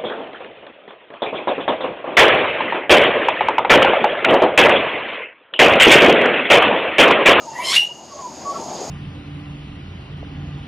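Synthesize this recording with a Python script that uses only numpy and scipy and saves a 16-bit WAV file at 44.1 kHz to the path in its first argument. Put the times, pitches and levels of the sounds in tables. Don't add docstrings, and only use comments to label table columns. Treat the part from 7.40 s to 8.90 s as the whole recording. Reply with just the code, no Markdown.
import sys
import numpy as np
from scipy import signal
from scipy.fft import rfft, irfft
from scipy.io import wavfile
from scipy.ndimage import uniform_filter1d

SR = 44100
rng = np.random.default_rng(int(sys.argv[2]) if len(sys.argv) > 2 else 0)


def elevation(decibels):
    levels = np.asarray(decibels, float)
    return 10 ** (levels / 20)


def generate_wav(sig):
    pcm = np.round(np.clip(np.atleast_2d(sig).T, -1, 1) * 32767).astype(np.int16)
    wavfile.write(sys.argv[1], SR, pcm)


N = 66150
TIME = np.arange(N) / SR
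CUTOFF_HZ = 14400


def rms_one(x):
    return x / np.sqrt(np.mean(np.abs(x) ** 2) + 1e-20)


def in_time(rows):
    s, *columns = np.transpose(rows)
    return [np.interp(TIME, s, column) for column in columns]


def at_hz(points, hz):
    points = np.array(points)
    return np.interp(np.log(hz), np.log(points[:, 0]), points[:, 1])


def drift(rate_hz):
    r = np.exp(-2 * np.pi * rate_hz / SR)
    noise = rng.standard_normal(N + SR)
    return rms_one(signal.lfilter([1], [1, -2 * r, r * r], noise)[SR:])


def wander(rate_hz):
    return drift(rate_hz) + 1j * drift(rate_hz)


def running_phase(hz):
    return 2 * np.pi * np.cumsum(hz) / SR


def coloured(spectrum, patchy_db):
    # (f/Hz, level/dB)
    width = [(60, -22), (180, -20.5), (530, -21.5), (1560, -14), (4640, -10), (13800, -5)]
    # (f/Hz, level/dB)
    lean = [(60, -6), (230, 4.5), (910, 0.5), (3540, 1), (13800, -2)]
    hz = np.maximum(np.fft.rfftfreq(N, 1 / SR), 1)
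    shape = elevation(at_hz(spectrum, hz)) * (hz > spectrum[0][0])
    mid, side = rfft(rng.standard_normal((2, N))) * shape
    side = side * elevation(at_hz(width, hz))
    tilt = elevation(at_hz(lean, hz) / 2)
    pair = np.array([(mid + side) * tilt, (mid - side) / tilt])
    out = 0
    for centre in 30 * 2. ** np.arange(10):
        octave = np.cos(np.pi / 2 * np.clip(np.log2(hz / centre), -1, 1)) ** 2
        out = out + irfft(pair * octave, N) * elevation(patchy_db * drift(11.4))
    return rms_one(out)


def chorus(hz, width_hz, level_db):
    f = np.fft.rfftfreq(N, 1 / SR)
    resonance = 1 + ((f - hz) / (width_hz / 2)) ** 2
    mid, side = irfft(rfft(rng.standard_normal((2, N))) / resonance, N)
    pair = np.array([mid + 0.093 * side, mid - 0.12 * side])
    return elevation(level_db + 1.63 * drift(27.0)) * rms_one(pair)


def garden():
    # (t/s, level/dB)
    wind = [(0, 0.3), (.5, -1.5), (.95, 0.5), (1.2, 3), (1.5, 0.5)]
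    # (f/Hz, level/dB)
    rumble = [(18, -61), (30, -62), (140, -6.5), (314, -5.5), (360, -1.5), (449, -7.5), (644, -1.5),
              (923, -6), (1800, -37.5), (2340, -43), (3960, -120)]
    # (f/Hz, level/dB)
    hiss = [(880, -5), (1500, -14.5), (4070, -16.5), (4820, -9.5), (5980, -19.5), (6570, -15),
            (7780, -23.5), (11900, -35), (14200, -21.5)]
    # (f/Hz, width/Hz, level/dB)
    insects = [
        (6610, 710, -38.5),
        (5020, 1050, -45.5),
    ]
    # (f/Hz, width/Hz, level/dB)
    motor = [(81.9, 8.8, -54.5)]
    gust, = in_time(wind)
    out = elevation(-32.5 + gust) * coloured(rumble, patchy_db=2.15)
    out = out + elevation(-39.5) * coloured(hiss, patchy_db=1.26)
    for row in [*insects, *motor]:
        out = out + chorus(*row)
    return out


def carols():
    # (start t/s, length/s, f/Hz, end f/Hz, level/dB)
    notes_sung = [(-.03, 0.091, 2860, 2820, -46.5), (0.087, 0.099, 2766, 2733, -53.5),
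                  (.0, 0.052, 1330, 1170, -46.5), (0.065, 0.058, 930, 858, -37.5),
                  (0.196, 0.057, 2215, 2410, -37), (0.216, .045, 2754, 2690, -38),
                  (0.286, 0.14, 5540, 5610, -38.5), (0.398, 0.12, 844, 827, -42),
                  (0.489, 0.052, 955, 925, -46), (0.678, 0.091, 1203, 1028, -45.5),
                  (0.731, 0.053, 600, 581, -41.5), (0.759, 0.07, 1075, 1125, -38),
                  (0.807, 0.087, 1026, 978, -37), (0.847, 0.078, 930, 893, -41.5),
                  (1.046, 0.1, 1138, 1112, -26.5), (1.061, 0.029, 630, 620, -32.5),
                  (1.132, 0.072, 1341, 1331, -38.5), (1.152, 0.029, 1132, 1132, -29),
                  (1.183, 0.063, 891, 920, -39)]
    out = 0
    for start, length, hz, end_hz, level_db in notes_sung:
        u = np.clip((TIME - start) / length, 0, 1)
        swell = np.sin(np.pi * u ** 0.73) ** 1.2
        blur_depth = .2 if level_db > -33 else .55
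        blur = 1 + blur_depth * wander(35.)
        tone = np.exp(1j * running_phase(hz + (end_hz - hz) * u))
        out = out + elevation(level_db + 4) * swell * np.real(blur * tone)
    return out


def verandah(x):
    t60_s = 0.24
    t = np.arange(SR // 2) / SR
    decay = elevation(-60 * t / t60_s) * (t > .003)
    mid, side = rng.standard_normal((2, len(t))) * decay
    tail = np.array([mid + 0.16 * side, mid - .2 * side])
    return signal.fftconvolve(x[None], tail / np.sqrt(np.sum(mid ** 2)), axes=1)[:, :N]


def puff():
    at_s, length_s = .368, .025
    return elevation(-57) * np.sin(2 * np.pi * np.clip((TIME - at_s) / length_s, -.5, .5))


def breath():
    # (t/s, level/dB)
    airflow = [(.13, -60), (.2, -48), (.26, -40), (.3, -32), (.325, -25), (.345, -18), (.368, -20),
               (.385, -33), (.41, -56)]
    # (f/Hz, level/dB)
    colour = [(900, -13), (1500, -14), (2200, -3), (3800, 0), (4700, -8), (7500, -11), (10000, -15),
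              (14300, -26)]
    f = np.maximum(np.fft.rfftfreq(N, 1 / SR), 1)
    shape = elevation(at_hz(colour, f)) * np.minimum(f / 900, 1) ** 2
    air = rms_one(irfft(rfft(rng.standard_normal(N)) * shape, N))
    on = (TIME > airflow[0][0]) * (TIME < airflow[-1][0])
    return on * elevation(in_time(airflow)[0] + 1.4 * drift(120.0)) * air


def squawk():
    # (t/s, effort/dB, beak opening 0-1)
    push = [
        (.125, -56, 0.01),
        (.155, -42, 0),
        (.2, -32.5, 0.27),
        (.25, -26, 0.88),
        (.3, -21.5, 0.92),
        (.328, -20, 0.93),
        (.342, -22.5, 1),
        (.358, -15.5, 0.76),
        (.378, -12, 0.52),
    ]
    # (t/s, f/Hz)
    pitch = [(.125, 885), (.155, 930), (.2, 1000), (.25, 1028), (.305, 1055), (.325, 1130), (.342, 1850),
             (.358, 2350), (.378, 2830)]
    # (f/Hz, level/dB)
    shut = [(900, 11), (1900, 7.5), (2900, -14), (4000, -68), (8300, -73), (9900, -11.5), (11100, -24),
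            (12200, -23)]
    # (f/Hz, level/dB)
    wide_open = [(1000, -7), (2100, -6), (3200, 3.9), (4200, 4), (5200, 5), (6300, -7.5), (7500, -1),
                 (14000, -33)]
    hoarse, hoarse_hz, jitter = .58, 62, .007
    crack_s, crack_loss_db, crack_hoarse_hz = .33, -22, 300
    hz, = in_time(pitch)
    effort_db, beak = in_time(push)
    beak = np.clip(beak, 0, 1)
    phase = running_phase(hz * (1 + jitter * drift(83.0)))
    cracked = np.clip((TIME - crack_s) / .008 + 1, 0, 1)
    out = 0
    for k in range(1, 15):
        waver = (1 - hoarse) + hoarse * wander(hoarse_hz * k ** .8)
        if k > 2:
            waver = waver * elevation(crack_loss_db * cracked)
        else:
            waver = waver * (1 - cracked) + .8 * cracked * wander(crack_hoarse_hz)
        colour_db = (1 - beak) * at_hz(shut, k * hz) + beak * at_hz(wide_open, k * hz)
        overtone = np.real(waver * np.exp(1j * k * phase))
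        out = out + elevation(colour_db) * (k * hz < CUTOFF_HZ) * overtone
    fade_in = np.clip((TIME - push[0][0]) / 0.0051, 0, 1)
    fade_out = np.clip((push[-1][0] + 0.0067 - TIME) / .01, 0, 1)
    return fade_in * fade_out * elevation(effort_db) * out


def whistle():
    # (peak t/s, level/dB, length/s, f/Hz)
    throbs = [(.368, -7, .02, 2800), (.3815, -4, .014, 2830), (.39, -15, .008, 2900),
              (.397, -7, .012, 2850), (.4075, -11, .016, 2830), (.421, -13, .016, 2800),
              (.432, -13, .012, 2860), (.441, -18, .011, 2860), (.451, -16, .013, 2870),
              (.462, -28, .009, 2850), (.472, -23, .017, 2850), (.493, -27, .017, 2880),
              (.502, -32, .008, 2880), (.518, -30, .02, 2870)]
    overtones_db = [-22, -30, -34]
    rows = np.array(throbs)
    phase = running_phase(np.interp(TIME, rows[:, 0], rows[:, 3]))
    beat = 0
    for k, (peak_s, level_db, length, _) in enumerate(throbs):
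        hump = np.cos(np.pi * np.clip((TIME - peak_s) / length, -.5, .5))
        beat = beat + (-1) ** k * elevation(level_db) * hump

    from_s, to_s = .372, .478
    fade = np.clip(np.minimum(TIME - from_s, to_s + 0.013 - TIME) / .03, 0, 1)
    body = uniform_filter1d(np.abs(beat), size=300) * fade
    high = 0
    for k, level_db in enumerate(overtones_db, start=2):
        waver = .5 + drift(44.0) + 1j * drift(70.0)
        high = high + elevation(level_db) * np.real(waver * np.exp(1j * k * phase))

    ring_db, ring_t60_s, ring_hz = -34, .6, 2860
    since = np.maximum(TIME - throbs[9][0], 0)
    ring = elevation(ring_db - 60 * since / ring_t60_s) * np.minimum(since / 0.082, 1)
    ring = ring * (1 + .5 * wander(45.0))
    return beat * np.sin(phase) + body * high + np.real(ring * np.exp(2j * np.pi * ring_hz * TIME))


def scene():
    # (t/s, level/dB)
    ducking = [
        (0, -8.5),
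        (.3, -3.5),
        (.36, -4.5),
        (.42, -11),
        (.55, -9.5),
        (.8, -7),
        (1.1, -3),
        (1.5, 1.2),
    ]
    gain, = in_time(ducking)
    far = carols()
    call = squawk() + breath()
    pure = whistle()
    wet = verandah(elevation(-6) * call + elevation(-18) * pure + elevation(-7) * far)
    direct = (call + pure + far) * elevation([[.15], [-.15]])
    return direct + wet + elevation(gain) * garden() + puff()


def low_pass(x):
    return signal.sosfilt(signal.butter(12, 14360, fs=SR, output="sos"), x)


def record(dry):
    top_cut = signal.cheby2(12, 70, CUTOFF_HZ + 150, fs=SR, output="sos")
    mix = signal.sosfilt(top_cut, dry)
    return low_pass(mix)


dry = scene()
out = record(dry)
generate_wav(out)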